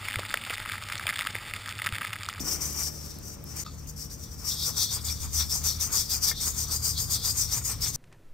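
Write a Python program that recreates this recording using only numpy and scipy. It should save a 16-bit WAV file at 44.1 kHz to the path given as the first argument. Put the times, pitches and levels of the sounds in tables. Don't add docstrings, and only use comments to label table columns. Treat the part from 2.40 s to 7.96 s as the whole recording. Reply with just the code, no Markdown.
import sys
import numpy as np
from scipy import signal
from scipy.fft import rfft, irfft, dct, next_fast_len
from scipy.io import wavfile
from scipy.ndimage import uniform_filter1d

SR = 44100
rng = np.random.default_rng(int(sys.argv[2]) if len(sys.argv) > 2 else 0)


def pcm_store(signal):
    levels = np.round(np.clip(np.atleast_2d(signal), -1, 1) * 32767)
    wavfile.write(sys.argv[1], SR, levels.astype(np.int16).T)


def convert_level_to_amplitude(level_db):
    exponent = np.asarray(level_db, float) / 20
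    return 10 ** exponent


N = 245195
TIME = np.arange(N) / SR

# (time [s], level [dB])
MOTOR_HUM = [(0, -42.5), (.5, -44), (.82, -48), (1.25, -45), (1.4, -45.5), (1.7, -46.5), (2.3, -44),
             (2.45, -45.5), (2.75, -35.5), (3.05, -35), (3.41, -40), (3.67, -45.5), (3.81, -40),
             (3.92, -46.5), (4.17, -40), (4.6, -38.5), (5.25, -43.5), (5.56, -46)]
# (frequency [Hz], width [Hz], level [dB])
MOTOR_OVERTONES = [(149.9, 10, -57), (195.4, 40.5, -54), (263, 23, -58.5), (463.4, 22, -65.5),
                   (552, 21, -88)]
# (time [s], deeper engine level [dB], higher engine level [dB])
ENGINES = [(0, -49, -52.5), (1.2, -52.5, -48), (1.45, -46, -50), (2.2, -46.5, -47), (2.5, -51, -42.5),
           (2.8, -43.5, -47), (3.05, -44, -51), (3.45, -47.5, -44.5), (4.0, -42.5, -48.5),
           (4.6, -47.5, -40.5), (5.4, -40.5, -41.5)]
# (frequency [Hz], level per Hz [dB])
AIR_COLOUR = [(82, -31), (140, -2.5), (207, -6.5), (233, -33), (296, -3), (507, -15), (554, -12),
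              (704, -17), (3600, -30), (5000, -33), (6500, -32), (11000, -120)]
# (time [s], level [dB], ring [Hz], second ring [Hz], time to fall 60 dB [s])
BRUSH_KNOCKS = [(.005, -38, 262, 205, 0.26), (1.249, -53, 1250, 3600, 0.026),
                (1.263, -40, 1235, 1290, 0.12), (1.2637, -45, 3790, 3640, .09),
                (1.264, -51, 4580, 4240, .12), (1.263, -44, 5400, 4900, .09), (1.266, -53, 2622, 3450, .1),
                (1.462, -46, 2900, 2520, 0.014), (1.595, -59, 1310, 5330, .03),
                (1.7, -53.5, 3900, 4500, 0.017), (2.7, -38.5, 2360, 3760, 0.079),
                (3.155, -40, 957, 788, 0.066), (3.742, -43, 2430, 1500, 0.083),
                (3.9134, -31.5, 1800, 2120, 0.06)]
# (time [s], level [dB])
BRISTLE_FLICKS = [(.33, -22), (.715, -49), (.787, -28.5), (.66, -45), (.884, -40), (.937, -46),
                  (1.041, -32), (1.164, -30), (1.263, -40), (1.395, -45), (1.473, -40), (1.492, -38),
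                  (1.51, -40), (1.595, -33), (1.65, -32), (1.706, -42), (1.841, -41), (1.941, -47),
                  (2.7, -37.5), (3.241, -24), (3.399, -31), (3.527, -27), (3.698, -33), (3.71, -32),
                  (3.7405, -28), (3.9136, -21), (4.709, -30), (4.844, -35), (5.414, -29)]
# (time [s], level [dB])
EDGE_TAPS = [
    (3.7407, -35),
    (3.9139, -22),
]
# (time [s], wet scrape level [dB], brighter rasp over the scrape [dB])
FRAME_BITES = [(.07, -45.5, -5.5), (.13, -49, 1), (0.248, -48, 0.5), (0.398, -47.5, 0), (1.189, -54.5, 2),
               (1.47, -78, 12), (2.082, -50.5, -8), (2.29, -48, -19), (2.39, -50, -22), (2.571, -49, -4.5),
               (2.69, -50.5, -4), (2.85, -55, -3), (3.0, -52.5, 1), (3.16, -56, -13), (3.258, -50, -3),
               (3.422, -52.5, 2.5), (3.542, -48, -4), (3.73, -57, -5), (3.88, -48, -3), (4.07, -50.5, -2),
               (4.195, -55, -4), (4.32, -49.5, -13), (4.45, -54.5, -12), (4.61, -57, -15),
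               (4.72, -51.5, -18.5), (4.86, -51.5, -12), (4.998, -51, 0.5), (5.144, -47, -1),
               (5.297, -48, 1), (5.46, -50.5, 2.5)]
# (frequency [Hz], level per Hz [dB])
SCRAPE_COLOUR = [(290, -5.5), (500, 1.5), (571, -13.5), (701, -2.5), (1150, 3.5), (1410, 1), (1700, -12),
                 (2210, -49), (3740, -120)]
# (frequency [Hz], level per Hz [dB])
RASP_COLOUR = [(1000, -54), (1700, -6.5), (1770, -2), (2330, 1), (2620, -4.5), (3150, -4.5), (4100, -33),
               (6930, -120)]
# (time [s], level [dB], time to fall 6 dB either side [s],
# tilt towards the shorter wires [dB per kHz])
SLACK_CROSSINGS = [(.26, -68.5, 0.5, -10), (.71, -57.5, 0.07, 3), (1.285, -55, 0.05, 7),
                   (1.715, -60, .015, 3), (1.86, -57, 0.04, -3), (2.121, -35, 0.0124, -8),
                   (2.22, -33, 0.033, -4), (2.425, -29, 0.03, -2), (2.516, -37, 0.0235, -4),
                   (2.58, -43, 0.03, -4), (2.691, -34, 0.0135, -3), (2.82, -48, 0.07, -8),
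                   (3.01, -31.5, -0.0166, -6), (3.11, -39.5, 0.01, -4), (3.3, -37, .032, 1),
                   (3.41, -42, 0.02, 1), (3.591, -36.5, 0.03, -3), (3.719, -36, 0.0157, -1),
                   (3.89, -32, 0.0144, -7), (3.98, -36, 0.02, -9), (4.03, -36.5, 0.0259, -5),
                   (4.2, -47, 0.1, -1), (4.32, -41, .022, 6), (4.485, -33.5, 0, 6),
                   (4.579, -32, -0.0145, -3), (4.759, -34, .027, -2), (4.85, -36, .027, 3),
                   (5.02, -43, 0.04, 0), (5.13, -40, .03, 1), (5.32, -45, 0.03, -2), (5.459, -38, 0.02, -6),
                   (5.55, -47.5, 0.03, 0)]
# (frequency [Hz], width [Hz], level [dB])
LOOSE_WIRES = [(3330, 90, -4), (3480, 80, -4), (3680, 55, -1), (3850, 90, -5), (4040, 90, -5),
               (4175, 55, -3), (4300, 80, -4), (4440, 50, -1), (4580, 80, -2)]
# (start [s], length [s], pressure [dB], ringing zone at start [Hz], at end [Hz])
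STEADY_STROKES = [(2.048, 0.12, -27, 5600, 5500), (2.225, 0.083, -24, 5170, 5800),
                  (2.368, 0.088, -21.5, 5900, 5900), (2.508, 0.073, -25.5, 5670, 10300),
                  (2.645, 0.092, -27.5, 6500, 5600), (2.802, 0.057, -29.5, 6150, 6500),
                  (2.93, 0.11, -22.5, 6040, 5600), (3.096, 0.094, -24.5, 5380, 6300),
                  (3.239, 0.082, -22, 6200, 5530), (3.397, 0.08, -23.5, 6040, 6200),
                  (3.522, 0.097, -21, 6600, 5500), (3.696, 0.08, -22, 5850, 6400),
                  (3.821, 0.089, -21.5, 5640, 5700), (4.005, 0.11, -23.5, 5700, 6800),
                  (4.167, 0.083, -25, 6330, 6100), (4.31, 0.066, -22, 5900, 6600),
                  (4.423, 0.092, -23, 6440, 5900), (4.576, 0.068, -23, 6400, 6600),
                  (4.699, 0.074, -22, 6560, 6000), (4.838, 0.084, -22.5, 6250, 6900),
                  (4.966, 0.084, -22, 6500, 5700), (5.112, 0.08, -23, 5770, 7000),
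                  (5.243, 0.086, -25, 6700, 6000), (5.411, 0.092, -24, 5130, 6300)]
# (start [s], length [s], pressure [dB], ringing zone at start [Hz], at end [Hz])
LIGHT_STROKES = [(0.064, .095, -26, 5840, 5850), (0.208, 0.068, -26, 5800, 6150),
                 (0.375, .12, -26, 5930, 5800), (0.607, 0.15, -42, 5600, 5700),
                 (0.826, 0.12, -39.5, 5840, 5850), (1.056, 0.12, -39.5, 5760, 6000),
                 (1.156, 0.079, -31, 6150, 6600), (1.372, 0.056, -50, 6160, 5600),
                 (1.469, 0.043, -42, 6400, 6500), (1.565, 0.1, -35.5, 5370, 5700),
                 (1.7, 0.057, -37, 5550, 6000), (1.791, 0.075, -42, 5940, 5800),
                 (1.912, 0.041, -42.5, 5850, 5600), (5.543, 0.24, -22, 5960, 2360)]
# (time [s], level [dB])
RESTING_TOUCH = [(0, -29.5), (.2, -37), (.36, -32.5), (.56, -38.5), (.8, -46.5), (1.03, -53), (1.27, -47.5),
                 (1.5, -48.5), (1.75, -49.5), (1.96, -45), (2.16, -31.5), (2.62, -38.5), (3.2, -35),
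                 (4.15, -35), (4.68, -34.5), (4.85, -32), (5.23, -35), (5.38, -42)]
# (time [s], change [dB])
HAND_SURGES = [(.035, -4.5), (.12, 1.5), (.165, 0.5), (.225, 1.5), (.33, 0), (.385, -0.5), (.47, 2),
               (.51, -1.5), (.66, 3), (.71, 1), (.77, -1), (.885, 3), (.94, 4.5), (1.0, 4), (1.3, 1),
               (1.34, 2.5), (1.395, 2.5), (1.5, 2.5), (1.6, 0), (1.65, 1), (1.78, 2), (1.845, 4), (2.0, 2),
               (2.085, 2.5), (2.165, -5.5), (2.21, 1), (2.33, -4), (2.385, -0.5), (2.47, 1), (2.57, -1),
               (2.67, 1), (2.73, 0), (2.9, -2.5), (3.04, -2), (3.12, 0.5), (3.265, 2), (3.345, 0),
               (3.39, -3.5), (3.49, -3), (3.56, 1.5), (3.61, 2), (3.67, -2), (3.72, 2.5), (3.8, -1),
               (3.9, 0), (3.94, -5), (4.08, 2.5), (4.15, 1), (4.27, -3), (4.4, 1), (4.51, 1.5), (4.66, 1),
               (4.81, -2), (4.855, 1), (4.92, 0), (5.08, -1), (5.18, 0.5), (5.22, -3), (5.32, 1.5),
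               (5.52, 0.5)]
# (frequency [Hz], width [Hz], level [dB])
MESH_MODES = [(4800, 42, 5), (5025, 42, 5), (5190, 70, -3), (5330, 40, 1), (5600, 50, 0), (5780, 56, -1),
              (6020, 60, -1), (6440, 90, 2), (6720, 110, -2), (6880, 70, -3)]
# (time [s], tight low patch level [dB], wide upper patch level
# [dB])
SIDE_PATCHES = [(.1, -9.5, 4), (.45, -12, 3), (1.2, -1, 5), (1.6, 3, 3), (2.1, -1, 3), (2.26, 3, 3),
                (2.41, 6.5, 0), (2.55, 5.5, 2), (2.69, 11, 11), (2.98, 3, 7), (3.14, 4, 8), (3.28, 4, -11),
                (3.44, -2, 7), (3.57, 10, 5), (3.73, 14, -1), (3.86, 14, 1), (4.06, -4, 14), (4.2, 1, 7),
                (4.34, 9, 12), (4.47, 13, 16), (4.61, 15, 8), (4.74, 13, 16), (4.88, 15, 8), (5.01, -4, 16),
                (5.15, -2, 9.5), (5.29, 2, 15), (5.46, 3, 9)]
# (frequency [Hz], level per Hz [dB])
SNAP_COLOUR = [(2500, -22), (4400, -61), (4900, 1.5), (6500, 2.5), (8300, 0), (10000, -3), (11600, 0.5),
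               (15600, -0.5), (16000, -60.5)]
# (frequency [Hz], share in the sum of the ports [ratio], share in their difference [ratio])
FAINT_LIMITS = [(300, .03, .05), (850, .05, .1), (1200, .08, .28), (1650, .23, .45), (2200, .37, .65),
                (3000, .58, .63), (4000, .48, .58), (5200, .15, .2), (6300, .1, .15), (7600, .15, .33),
                (9000, .28, .4), (11500, .2, .4), (16000, .28, .33)]
FULL_TREBLE_TIMES = [.79, 1.04, 1.23, 1.33, 1.5, 1.7, 2.35, 2.6, 3.24, 3.39, 3.48, 3.69, 3.78, 4.25, 4.3,
                     4.78]

SCENE_CHANGE_S, DIP_WIDTH_S = 1.2432, 0.0052
SCRAPE_DB, RASP_DB, LOOSE_DB = -28.5, -30, -33
SCRAPE_REST_DB, RASP_REST_DB = -67.5, -76.5
BITE_S = 0.029
SURGE_S = 0.011
LOW_PATCH_HZ, UPPER_PATCH_HZ = 4900, 8150
MERGE_HZ, TOP_HZ = 8000, 15850
ALIGN_HZ, TURN_HZ = 8300, 3700
LEFT_LEAD_S = 2e-5


def evened(x):
    return x / np.sqrt(np.mean(x ** 2) + 1e-20)


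def columns(rows):
    s, *values = np.transpose(rows)
    return [np.interp(TIME, s, v) for v in values]


def coloured(x, points):
    hz, db = np.transpose(points)
    size = next_fast_len(N, True)
    gain = convert_level_to_amplitude(np.interp(np.log(np.fft.rfftfreq(size, 1 / SR) + 1), np.log(hz), db))
    return evened(irfft(rfft(x, size) * gain, size)[:N])


def ring(x, hz, width):
    r = np.exp(-np.pi * width / SR)
    return signal.lfilter([1 - r, 0, r - 1], [1, -2 * r * np.cos(2 * np.pi * hz / SR), r * r], x)


def drift(per_s):
    knots = rng.standard_normal(400)
    return np.interp(TIME * per_s, np.arange(400), knots)


def bristle_releases(per_s, spread_db):
    size = convert_level_to_amplitude(spread_db * np.minimum(rng.exponential(1, N), 3.2)) * rng.choice([-1., 1.], N)
    return evened(size * (rng.random(N) < per_s / SR))


def pair(a, b, same, left_db):
    same = np.clip(same, 0, 1)
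    right = same * a + np.sqrt(1 - same ** 2) * b
    return np.array([a * convert_level_to_amplitude(left_db / 2), right * convert_level_to_amplitude(-left_db / 2)])


def humps(rows):
    t = np.arange(0, N + 64, 64) / SR
    power = sum(convert_level_to_amplitude(db - 5.28 * abs((t - s) / half_s) ** 1.17) ** 2 for s, db, half_s in rows)
    return np.interp(TIME, t, np.sqrt(power))


def steadied(x):
    return x / np.sqrt(abs(uniform_filter1d((x ** 2).mean(axis=0), size=6000)) + 1e-20)


def room():
    a, b = rng.standard_normal((2, N))

    def drone(hz, width, same):
        return steadied(ring(ring(pair(a, b, same, 2.0), hz, width), hz, width))

    motor_db, (deep_db, high_db) = columns(MOTOR_HUM)[0], columns(ENGINES)
    turns = np.cumsum(75 + 0.7 * drift(3)) / SR
    hum = np.sin(2 * np.pi * turns + np.array([[0], [0.7]])) * convert_level_to_amplitude(np.array([[2.2], [-2.2]]))
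    out = convert_level_to_amplitude(motor_db) * (1.19 * hum + 0.57 * drone(79.3, 15.4, 0.83))
    double = np.sin(4 * np.pi * 0.995 * turns) * convert_level_to_amplitude(np.array([[0.8], [-0.8]]))
    out += convert_level_to_amplitude(-48.5 + 1.5 * drift(3.98)) * double
    out += convert_level_to_amplitude(deep_db) * drone(51.8, 31.1, 0.95) + convert_level_to_amplitude(high_db) * drone(104.7, 23.5, 1.0)
    out += sum(convert_level_to_amplitude(db) * drone(hz, width, 0.98) for hz, width, db in MOTOR_OVERTONES)

    air_db = -50.5 + 7.5 * np.exp(-TIME / 0.45) + 0.44 * drift(2.8)
    air_db -= 2 * (TIME > SCENE_CHANGE_S)
    air = pair(*(coloured(v, AIR_COLOUR) for v in (b, a)), 0.23, 0.82)
    return out + convert_level_to_amplitude(air_db) * air


def knocks():
    out, t = np.zeros(N), np.arange(6000) / SR
    for s, db, hz, second_hz, t60 in BRUSH_KNOCKS:
        rings = np.sin(2 * np.pi * hz * t) + 0.69 * np.sin(2 * np.pi * second_hz * t)
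        rough = evened(uniform_filter1d(rng.standard_normal(len(t)), size=90))
        out[round(s * SR):][:len(t)] += convert_level_to_amplitude(db - 60 * t / t60) * rings * abs(1 + 0.37 * rough)
    for s, db in BRISTLE_FLICKS:
        bright = np.diff(rng.standard_normal(len(t) + 2), n=2)
        out[round(s * SR):][:len(t)] += convert_level_to_amplitude(db - 6.5) * bright * np.exp(-t / 0.0011)
    for s, db in EDGE_TAPS:
        late = t - 0.00098
        thud = np.sin(2 * np.pi * 1500 * late) * np.exp(-(late / 0.00026) ** 2)
        out[round(s * SR):][:len(t)] += convert_level_to_amplitude(db) * thud
    return out * convert_level_to_amplitude(np.array([[1.2], [-1.2]]))


def loose_wires(drive, tilt_db):
    out = 0
    for hz, width, db in LOOSE_WIRES:
        push = convert_level_to_amplitude(2.2 * drift(25) + tilt_db * (hz - 3900) / 1000) * drive
        out = out + convert_level_to_amplitude(db) * ring(push, hz, width) / np.sqrt(width)
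    return out


def frame(force):
    scrape_bites = humps([(s, db, BITE_S) for s, db, _ in FRAME_BITES])
    rasp_bites = humps([(s, db + over_db, BITE_S) for s, db, over_db in FRAME_BITES])
    scraping = np.hypot(scrape_bites, convert_level_to_amplitude(SCRAPE_DB) * force) + convert_level_to_amplitude(SCRAPE_REST_DB)
    rasping = np.hypot(rasp_bites, convert_level_to_amplitude(RASP_DB) * force) + convert_level_to_amplitude(RASP_REST_DB)
    ringing = np.hypot(humps([row[:3] for row in SLACK_CROSSINGS]), convert_level_to_amplitude(LOOSE_DB) * force)

    grit = bristle_releases(3500, 2.2), bristle_releases(3500, 2.2)
    flutter = convert_level_to_amplitude(2.34 * drift(50))
    scrape = scraping * flutter * pair(*(coloured(g, SCRAPE_COLOUR) for g in grit), 0.8, 2.5)
    rasp = rasping * flutter * pair(*(coloured(g, RASP_COLOUR) for g in grit), 0.38, 1.3)

    tilt_db = columns([(s, tilt) for s, _, _, tilt in SLACK_CROSSINGS])[0]
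    drives = bristle_releases(3000, 0.99), bristle_releases(4000, 1.8)
    wires = [loose_wires(drive, tilt_db) for drive in drives]
    stiff = [(2900, -24), (3450, 0), (9000, 0)]
    return scrape + rasp + ringing * pair(*(coloured(w, stiff) for w in wires), 0.7, 1.9)


def brush_pressure():
    power = convert_level_to_amplitude(columns(RESTING_TOUCH)[0] - 4.5 + 0.5 * drift(9.1)) ** 2
    strokes = sorted(list(STEADY_STROKES) + list(LIGHT_STROKES))
    zone = []
    for s, length, db, start_hz, end_hz in strokes:
        near = slice(max(round((s - length) * SR), 0), round((s + 2 * length) * SR))
        u = 2 * (TIME[near] - s) / length - 1
        steep = np.where(u < 0, 6.5, 2.6)
        lean_db = 0.5 * np.clip(u, -1, 1)
        power[near] += convert_level_to_amplitude(db - 4.0 + lean_db - 7.2 * abs(u) ** steep) ** 2
        zone += [(s + 0.25 * length, start_hz), (s + 0.75 * length, end_hz)]
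    surge_db = sum(db * np.exp(-((TIME[::32] - s) / SURGE_S) ** 2) for s, db in HAND_SURGES)
    return np.sqrt(power) * convert_level_to_amplitude(surge_db.repeat(32)[:N]), columns(zone)[0]


def mesh(force, zone_hz):
    force = force * convert_level_to_amplitude(1.34 * drift(60) + 0.63 * drift(45))
    strength = np.sqrt(np.mean(force ** 2))
    many_hz = np.linspace(4720, 9300, num=32) + 60 * rng.standard_normal(32)
    many = [(hz, 45., -3 - (hz - 4700) / 700) for hz in many_hz]
    snaps = force * bristle_releases(7500, 1.9)
    rings, power = np.zeros((2, N)), 0
    low_db, upper_db, zone_hz = (v[::32] for v in (*columns(SIDE_PATCHES), zone_hz))
    for hz, width, db in list(MESH_MODES) + many:
        under_brush_db = 17 * np.exp(-((hz - zone_hz) / 600) ** 2)
        low_patch_db = 1.34 * low_db * np.exp(-((hz - LOW_PATCH_HZ) / 260) ** 2)
        upper_patch_db = 1.2 * upper_db * np.exp(-((hz - UPPER_PATCH_HZ) / 550) ** 2)
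        near_db = np.maximum(under_brush_db, low_patch_db)
        gain = convert_level_to_amplitude(db + near_db + upper_patch_db + 4.5 * drift(22)[::32])
        mode = ring(snaps * gain.repeat(32)[:N], hz, width) / np.sqrt(width)
        power += gain ** 2
        rings[0] += mode
        rings[1] += np.roll(mode, rng.integers(0, 9)) * convert_level_to_amplitude(-6 + 3 * rng.standard_normal())
    rings /= np.sqrt(uniform_filter1d(power, size=12)).repeat(32)[:N]
    rings *= strength / np.sqrt(np.mean(rings ** 2))
    other_snaps = force * bristle_releases(6300, 2.2)
    bare = pair(coloured(snaps, SNAP_COLOUR), coloured(other_snaps, SNAP_COLOUR), 0.58, 2.7)
    return convert_level_to_amplitude(-4.0) * rings + convert_level_to_amplitude(-4.5) * strength * bare


def scene():
    dip = 1 - np.exp(-((TIME - SCENE_CHANGE_S) / DIP_WIDTH_S) ** 4)
    force, zone_hz = brush_pressure()
    return (room() + knocks() + frame(force) + mesh(force, zone_hz)) * dip


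def lose_faint_detail(x, kept, column):
    window = np.sin(np.pi * (np.arange(2048) + 0.5) / 2048)
    hops = x[:len(x) // 1024 * 1024].reshape(-1, 1024)
    a, b, c, d = np.split(np.hstack([hops[:-1], hops[1:]]) * window, 4, axis=1)
    tones = dct(np.hstack([-c[:, ::-1] - d, a - b[:, ::-1]]), type=4, norm="ortho")
    table = np.transpose(FAINT_LIMITS)
    share = np.interp(np.arange(1024) * SR / 2048, table[0], table[column])
    luck = uniform_filter1d(rng.standard_normal((len(tones), 256)), size=3, axis=0)
    luck = evened(luck).repeat(4, axis=1)
    silent = uniform_filter1d(luck, size=6, axis=1) * 1.2 > 3.2 - 3.7 * share
    share = np.where(silent, 99, share * convert_level_to_amplitude(-2.5 + 4 * luck))
    kept = np.pad(kept[:1024, 1:].T, ((0, len(tones)), (0, 0)))[:len(tones)]
    local = np.sqrt(abs(uniform_filter1d(tones ** 2, size=21, axis=1)))
    audible = tones * kept * (abs(tones) > share * local)
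    p, q = np.split(dct(audible, type=4, norm="ortho"), 2, axis=1)
    blocks = np.hstack([q, -q[:, ::-1], -p[:, ::-1], -p]) * window
    out = np.zeros((len(hops), 1024))
    out[:-1] += blocks[:, :1024]
    out[1:] += blocks[:, 1024:]
    return out.ravel()


def top_cut(x):
    return signal.sosfilt(signal.butter(12, 17110, fs=SR, output="sos"), x)


def record(dry):
    lead = 936
    frames = dict(fs=SR, window="cosine", nperseg=2048, noverlap=1024)
    hz, t, (left, right) = signal.stft(np.pad(dry, ((0, 0), (lead, 0))), **frames)
    hz = hz[:, None]
    half = np.pi * (hz - ALIGN_HZ) / TURN_HZ
    limits = [[0.58], [0.31]] + [[0.07], [0.1]] * rng.standard_normal((len(t), 2)).T
    limits[:, np.round((np.array(FULL_TREBLE_TIMES) * SR + lead) / 1024).astype(int)] = 0
    shifted = half[np.arange(len(hz)) // 16 * 16 + (hz[:, 0] < TOP_HZ) * 8] - 0.03
    strong = abs(np.array([np.cos(shifted), np.sin(shifted)])) > limits[:, None]
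    kept = strong | (hz < 9000)

    early = left * np.exp(2j * np.pi * hz * LEFT_LEAD_S)
    total, gap = np.cos(half), np.sin(half) * (hz < 15250)
    share = np.clip((hz - MERGE_HZ) / 900 + 0.5, 0, 1) * (hz < TOP_HZ)
    below = (1 - share) * (hz < TOP_HZ) / 2
    mid = below * (early + right) + share * total * left
    side = below * (early - right) - 1j * share * gap * (0.5 * left + 0.78 * right)
    both = np.pad(signal.istft(np.array([mid, side]), **frames)[1], ((0, 0), (0, 2048)))
    mid = lose_faint_detail(both[0], kept[0], column=1)
    side = lose_faint_detail(both[1], kept[1], column=2)
    mix = np.array([mid + side, mid - side])[:, lead:lead + N]
    return top_cut(mix)


dry = scene()
out = record(dry)
pcm_store(out)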